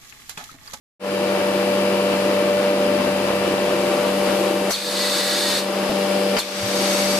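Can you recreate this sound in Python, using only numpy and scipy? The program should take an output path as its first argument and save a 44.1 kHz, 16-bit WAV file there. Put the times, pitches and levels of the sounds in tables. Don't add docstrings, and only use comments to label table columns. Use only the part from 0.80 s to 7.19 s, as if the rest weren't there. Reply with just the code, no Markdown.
import sys
import numpy as np
from scipy import signal
from scipy.fft import rfft, irfft, next_fast_len
from scipy.io import wavfile
from scipy.ndimage import uniform_filter1d, map_coordinates

SR = 44100
rng = np.random.default_rng(int(sys.argv[2]) if len(sys.argv) > 2 else 0)


def dump_mix(stems):
    frames = np.atleast_2d(stems).T
    limited = np.clip(frames, -1, 1)
    pcm = np.round(limited * 32767).astype(np.int16)
    wavfile.write(sys.argv[1], SR, pcm)


N = 281799
T = np.arange(N) / SR


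def amp(db):
    return 10 ** (np.asarray(db) / 20)


def unit(x):
    return x / np.sqrt(np.mean(x ** 2) + 1e-20)


def along(points, hz):
    f, v = np.transpose(points)
    return np.interp(np.log(hz + 1), np.log(f + 1), v)


def ramp(start, length):
    return np.clip((T - start) / max(length, 1e-3), 0, 1)


def gate(start, end, attack, release):
    return ramp(start, attack) * (1 - ramp(end, release))


def wobble(rate):
    return map_coordinates(rng.standard_normal(int(N * rate / SR) + 4), [T * rate])


def filtered(x, response):
    size = next_fast_len(N + 8192)
    return irfft(rfft(x, size) * response(np.fft.rfftfreq(size, 1 / SR)), size)[..., :N]


def peaks(modes, hz):
    return np.sqrt(sum(amp(db) ** 2 / (1 + ((hz - centre) / width) ** 2) ** 2
                       for centre, width, db in modes))


def spread(pair, colour):
    # f/Hz, likeness (1 = the same)
    alike = [(100, .88), (400, .97), (1000, .5), (4000, .08), (11000, .05)]
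    # f/Hz, left minus right/dB
    lean = [(200, -1.5), (400, 2.5), (700, 2.5), (2500, 2.5), (6000, 3), (12000, 0)]
    angle = lambda hz: np.arccos(np.clip(along(alike, hz), -1, 1)) / 2
    mid, side = filtered(pair, lambda hz: colour(hz) * [np.cos(angle(hz)), np.sin(angle(hz))])
    ears = np.array([mid + side, mid - side])
    return unit(filtered(ears, lambda hz: amp(np.outer([.5, -.5], along(lean, hz)))))


def rush(spectrum):
    return spread(rng.standard_normal((2, N)), lambda hz: amp(along(spectrum, hz)))


def resonant(modes):
    return spread(rng.standard_normal((2, N)), lambda hz: peaks(modes, hz))


def whistle(pitch_hz, breadth):
    phase = 2 * np.pi * np.cumsum(pitch_hz) / SR
    return unit(wobble(breadth) * np.sin(phase) + wobble(breadth) * np.cos(phase))


def hall(x, t60=.3, echo_db=-5.5):
    tail = rng.standard_normal((2, SR // 2)) * amp(-60 * T[:SR // 2] / t60)
    echo = signal.fftconvolve(x[None], tail / np.linalg.norm(tail[0]), axes=1)[:, :N]
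    return x + amp(echo_db) * echo


def gantry():
    # f/Hz, level/dB
    rumble = [(20, -36), (32, -18), (43, -10), (56, -4), (85, -7), (140, 0), (260, -3), (450, -40),
              (900, -80)]
    # start/s, stop/s, level/dB
    travels = [(1.8, 3.6, -44.5), (5.7, 6.4, -44)]
    # start/s, end/s, f/Hz, level/dB
    groans = [(1.953, 2.25, 268, -29.5), (3.498, 3.853, 351, -31)]
    idle_db = -72
    shake = sum(amp(db) * gate(start, stop, attack=.26, release=.43) for start, stop, db in travels)
    groan = sum(amp(db) * gate(start, end, attack=.1, release=.1) * whistle(np.full(N, hz), breadth=61)
                for start, end, hz, db in groans)
    return (amp(idle_db) + shake) * rush(rumble) + groan


def pump_tones(turns, facing):
    # multiple of the shaft speed (rounded below to halves), level/dB, left minus right/dB
    tones = [(2, -45, 0), (4, -26.5, 0.5), (6, -46, 10), (8, -42.5, -18), (10, -25.5, -2), (12, -20.5, 0),
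             (16, -43.5, 6.5), (19, -42.5, 10.5), (22, -47.5, 5), (24, -44, 9), (28, -44.5, 4),
             (31.95, -52, -2), (35.93, -49, 17), (37.06, -50.5, 11), (39.9, -44.5, 8), (44.2, -52, 3),
             (44.8, -51, 8), (46.1, -48.5, 11), (47, -53, 9), (48.03, -46.5, 16.5), (49, -49, 12),
             (49.8, -53, 2), (51, -54, 15), (53.3, -51, 1), (54, -43.5, 13.5), (54.84, -42, 9.5),
             (57.1, -48, 2), (58.4, -52, 6), (59, -51, 9), (60.3, -56, 7), (60.7, -46, 4),
             (62.85, -46.5, 16), (67.7, -48, 5), (87.5, -55, 4), (89.5, -56, 9), (96.5, -49, 11),
             (101, -51.5, 4), (104, -55, 11), (210, -59, 0)]
    # t/s, level change/dB
    hum = [(.33, 2), (.75, 0.8), (1.85, 0), (2.1, 1), (3.13, -2), (3.35, 1), (3.55, -1), (3.9, 1),
           (4.4, -1), (4.95, 1.5), (5.3, 2.5), (6.3, 1.5)]
    # t/s, level change/dB
    middle = [(.5, 1), (1.1, 0), (2.08, 1.5), (2.25, -6), (2.45, -8), (2.6, 0), (2.95, 0.5), (3.3, -1.5),
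              (4.3, -0.5), (5.05, -6), (5.5, -0.5), (6.3, -3.5)]
    # t/s, level change/dB
    drone = [(.4, -0.5), (1.3, 0), (1.75, 2.5), (2.3, 0), (2.7, -1.7), (3.8, -1.5), (4.9, -0.6),
             (5.5, -1.5), (6.3, 0.9)]
    # t/s, left minus right/dB
    drone_pan = [(0.3, 4.5), (1.24, 1.5), (1.6, 3), (2.0, 0.0), (2.14, 7.0), (2.56, 1), (3.63, 7.5),
                 (3.87, 3.5), (4.98, 4.0), (5.2, 7.5), (5.81, 3.5), (6.35, 3.5)]
    hum_db, middle_db, drone_db, pan_db = (np.interp(T, *np.transpose(curve))
                                           for curve in (hum, middle, drone, drone_pan))
    shift_db = {2: -8 * facing, 4: hum_db, 10: middle_db, 12: drone_db, 16: 8 * facing}
    out, ears = np.zeros((2, N)), np.array([[.5], [-.5]])
    for multiple, db, lean_db in tones:
        k = round(2 * multiple) / 2
        whine = facing * (k > 30)
        phase = 2 * np.pi * (k * turns + rng.random()) + .13 * wobble(8.3) + .3 * whine * wobble(40)
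        waver_db = .7 * wobble(3.01) + .54 * wobble(14)
        level_db = db + shift_db.get(k, -1.5 * whine) + waver_db
        if k == 12:
            lean_db = lean_db + pan_db
        apart = min(.0095 * k, 1)
        out += amp(level_db + ears * lean_db) * np.sin(phase + ears * apart)
    return out


def pump_buzz(turns, size=1800):
    # f/Hz, level/dB
    buzz = [(700, -26), (1500, -9), (2200, -13), (2850, -4.5), (3400, -5.5), (4400, -5), (5050, -5),
            (5700, -21), (7500, -13), (10400, -9), (13000, -13)]
    scrapes = rng.standard_normal((2, size))
    position = turns / 2 % 1 * size
    pair = np.array([map_coordinates(scrape, [position], mode="grid-wrap") for scrape in scrapes])
    return spread(pair, lambda hz: amp(along(buzz, hz)))


def pump(facing, shaft_hz=48.925):
    # f/Hz, level/dB
    exhaust = [(25, -55), (60, -40), (110, -20), (180, -13), (280, -6), (345, -1), (430, -7.5), (550, -3.5),
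               (680, -9), (1000, -11), (1700, -17), (4200, -24), (13000, -42)]
    # f/Hz, width/Hz, level/dB
    casing = [(2350, 170, -1.5), (2854, 180, -0.5), (4260, 300, -12), (4970, 190, -7), (10700, 300, -12.5)]
    turns = np.cumsum(shaft_hz * (1 + .0006 * wobble(6))) / SR
    turns += .125 * ramp(5.094, .022)
    throb = 1 + .12 * np.sin(2 * np.pi * 2 * turns) + .1 * np.sin(2 * np.pi * 4 * turns)
    churn = amp(-23 + wobble(12)) * unit(throb * rush(exhaust))
    buzz = amp(-39) * pump_buzz(turns)
    rasp = amp(-39.5 + 1.5 * facing + 2 * wobble(15)) * resonant(casing)
    return amp(.73) * (pump_tones(turns, facing) + buzz + rasp) + churn


def table_leak(facing):
    # f/Hz, level/dB
    leak = [(1500, -24), (3500, 1.5), (4800, -0.5), (6000, -3.5), (10500, -3.5), (13000, -7)]
    return amp(-39 + 5.5 * facing + .3 * wobble(6.7)) * rush(leak)


def machine():
    facing = ramp(2.54, .89)
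    left, right = pump(facing) + table_leak(facing) + gantry()
    lag_samples = 3 * (1 - facing)
    return np.array([left, map_coordinates(right, [np.arange(N) - lag_samples])])


def low_thumps():
    # t/s, level/dB, f/Hz, rise/s, time to fade 60 dB/s
    thumps = [(5.093, -20, 52, .002, .03), (5.564, -22, 85, .003, .06), (5.805, -27, 80, .004, .15),
              (5.824, -14, 111, .01, 0.18)]
    out = np.zeros(N)
    for start, db, hz, rise, t60 in thumps:
        age = np.maximum(T - start, 0)
        out += amp(db - 60 * age / t60) * (1 - np.exp(-age / rise)) * np.sin(2 * np.pi * hz * age)
    return out


def airflow(start, end, open_s=.04, empty_t60=.24):
    return ramp(start, open_s) * amp(-60 * np.maximum(T - end, 0) / empty_t60)


def seep():
    # f/Hz, width/Hz, level/dB
    modes = [(3300, 480, -5), (4280, 130, -4), (4980, 170, -1), (5600, 130, -7)]
    return amp(-37) * airflow(4.8, 5.55) * resonant(modes)


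def jet(air, port, start, end, db, db_per_s, ring_db, ring_start, ring_build_s):
    flow = airflow(start, end) * amp(db + db_per_s * (T - start) + .31 * wobble(22))
    ring = amp(ring_db) * (ring_start + (1 - ring_start) * ramp(start, ring_build_s))
    return flow * (rush(air) + ring * resonant(port)) / np.sqrt(1 + ring ** 2)


def suction(start=3.91, whistle_start=4.15, end=4.785):
    # f/Hz, level/dB
    air = [(300, -28), (900, 0.5), (2600, -0.5), (4500, -2), (6000, -5), (9000, -9.5), (13500, -11)]
    # f/Hz, width/Hz, level/dB
    port = [(1685, 47, -4), (2250, 60, -11), (3010, 56, -7), (3525, 76, 0.5), (3700, 65, 2.5),
            (3930, 100, 0), (4255, 100, 3), (4480, 71, 3), (4780, 55, 0), (4900, 45, -0.5), (5300, 110, -6),
            (5760, 130, -8.5), (6490, 70, -7), (6660, 110, -5.5), (7260, 110, -12), (7720, 120, -6),
            (7990, 130, -7.5), (8350, 90, -6), (8950, 240, -7.5), (9590, 90, -9), (10000, 150, -11),
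            (10870, 230, -10.5), (12500, 300, -11), (13500, 400, -16)]
    hiss = jet(air, port, start, end, db=-16.5, db_per_s=.1, ring_db=4, ring_start=.9, ring_build_s=.15)
    near = filtered(hiss[::-1], lambda hz: along([(4500, .32), (9000, .082)], hz))
    pitch_hz = 1980 - 380 * np.maximum(T - whistle_start, 0) ** 2
    cups = amp(-32.5) * airflow(whistle_start, end) * whistle(pitch_hz, breadth=70)
    return (hiss + near) * amp([[-.6], [.6]]) + cups


def lift():
    # f/Hz, level/dB
    air = [(300, -18), (900, 1), (3000, 0), (5000, 0.5), (7200, -9.5), (13000, -20)]
    # f/Hz, width/Hz, level/dB
    port = [(2250, 150, -4), (3700, 220, -4.5), (4360, 90, -1.5), (4700, 120, -0.5), (5490, 66, 0.5),
            (6090, 80, -3.5), (6550, 80, 0), (7180, 74, -10), (7710, 75, -3), (8030, 60, -6),
            (8330, 60, -4), (8950, 170, -7), (10000, 250, -14), (10600, 90, -5.5), (11050, 120, -12),
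            (11600, 110, -7), (11920, 90, -9), (12450, 170, -10)]
    return jet(air, port, start=5.59, end=6.4, db=-19, db_per_s=-3.5,
               ring_db=1, ring_start=.39, ring_build_s=.57)


def clacks():
    # t/s, burst level/dB, time to fade 60 dB/s, brightness/(dB per octave), ring level/dB
    hits = [(3.899, -22, .04, 10, -50), (3.904, -6, .06, -5, -26), (3.907, -6, .035, -2, -22),
            (5.566, -9, 0.11, -2.5, -14), (5.571, -15, 0.12, 3, -11), (5.583, -5, 0.053, -2, -15)]
    # f/Hz, level/dB
    spectrum = [(200, -18), (600, 7.5), (1500, 2), (2300, 1), (3300, -4), (4700, 0), (6000, -5),
                (13000, -17)]
    # f/Hz, level/dB, time to fade 60 dB/s
    metal = [(620, -1, .03), (1220, -4, .03), (2200, -6, .05), (3080, -4, .04), (4750, -2, 0.062)]
    out = np.zeros((2, N))
    for start, db, t60, tilt_db, ring_db in hits:
        age = np.maximum(T - start, 0)
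        burst = rush([(hz, level + tilt_db * np.log2(hz)) for hz, level in spectrum])
        ring = sum(amp(level - 60 * age / life) * np.sin(2 * np.pi * (hz * age + rng.random()))
                   for hz, level, life in metal)
        out += ramp(start, .0012) * (amp(db - 60 * age / t60) * burst + amp(ring_db) * ring)
    return out


def valves(whistle_t60=.26):
    # starting f/Hz, fall/(octaves per s), level/dB
    puffs = [(3.906, 0, 0.0022, 0.24, 6910, 19, -2), (5.586, 0, 0.0036, .14, 5400, 29, -8.5)]
    # f/Hz, level/dB
    blast = [(150, -3), (900, 8.5), (2200, 4.5), (3200, 4.5), (4400, 9.5), (6400, 4.5), (7400, 6.5),
             (13500, 0)]
    # f/Hz, width/Hz, level/dB
    outlet = [(2250, 120, 0), (2480, 100, 3), (3530, 380, 3.5), (4350, 230, 6), (5400, 150, -8),
              (6100, 218, 2)]
    out = np.zeros((2, N))
    for start, db, rise, t60, start_hz, fall, whistle_db in puffs:
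        age = np.maximum(T - start, 0)
        opening = 1 - np.exp(-age / rise)
        glide = whistle(start_hz * 2 ** (-fall * age), breadth=1800)
        squeak = filtered(glide, lambda hz: peaks(outlet, hz))
        out += opening * amp(db - 60 * age / t60) * rush(blast)
        out += hall(opening * amp(whistle_db - 60 * age / whistle_t60) * squeak)
    return out


def scene():
    return lift() + seep() + machine() + suction() + clacks() + valves() + low_thumps()


def gain_control(x, limit_db, treble_db, release_s):
    sensed = filtered(x, lambda hz: amp(along([(800, 0), (3500, treble_db)], hz)))
    power = uniform_filter1d(np.mean(sensed ** 2, axis=0), size=220)
    excess_db = np.maximum(10 * np.log10(np.abs(power) + 1e-12) - limit_db, 0)
    fade = np.exp(-T / release_s)
    cut_db = np.maximum.accumulate(excess_db / fade) * fade
    return x * amp(-uniform_filter1d(cut_db, size=90))


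def record(dry):
    top_hz = 13750
    fade_in = np.interp(T, [.195, .25, .34, .8], [0, .45, .8, 1])
    held = gain_control(dry, limit_db=-14.5, treble_db=6, release_s=.28)
    return filtered(held * fade_in, lambda hz: 1 / np.sqrt(1 + (hz / top_hz) ** 80))


dry = scene()
out = record(dry)
dump_mix(out)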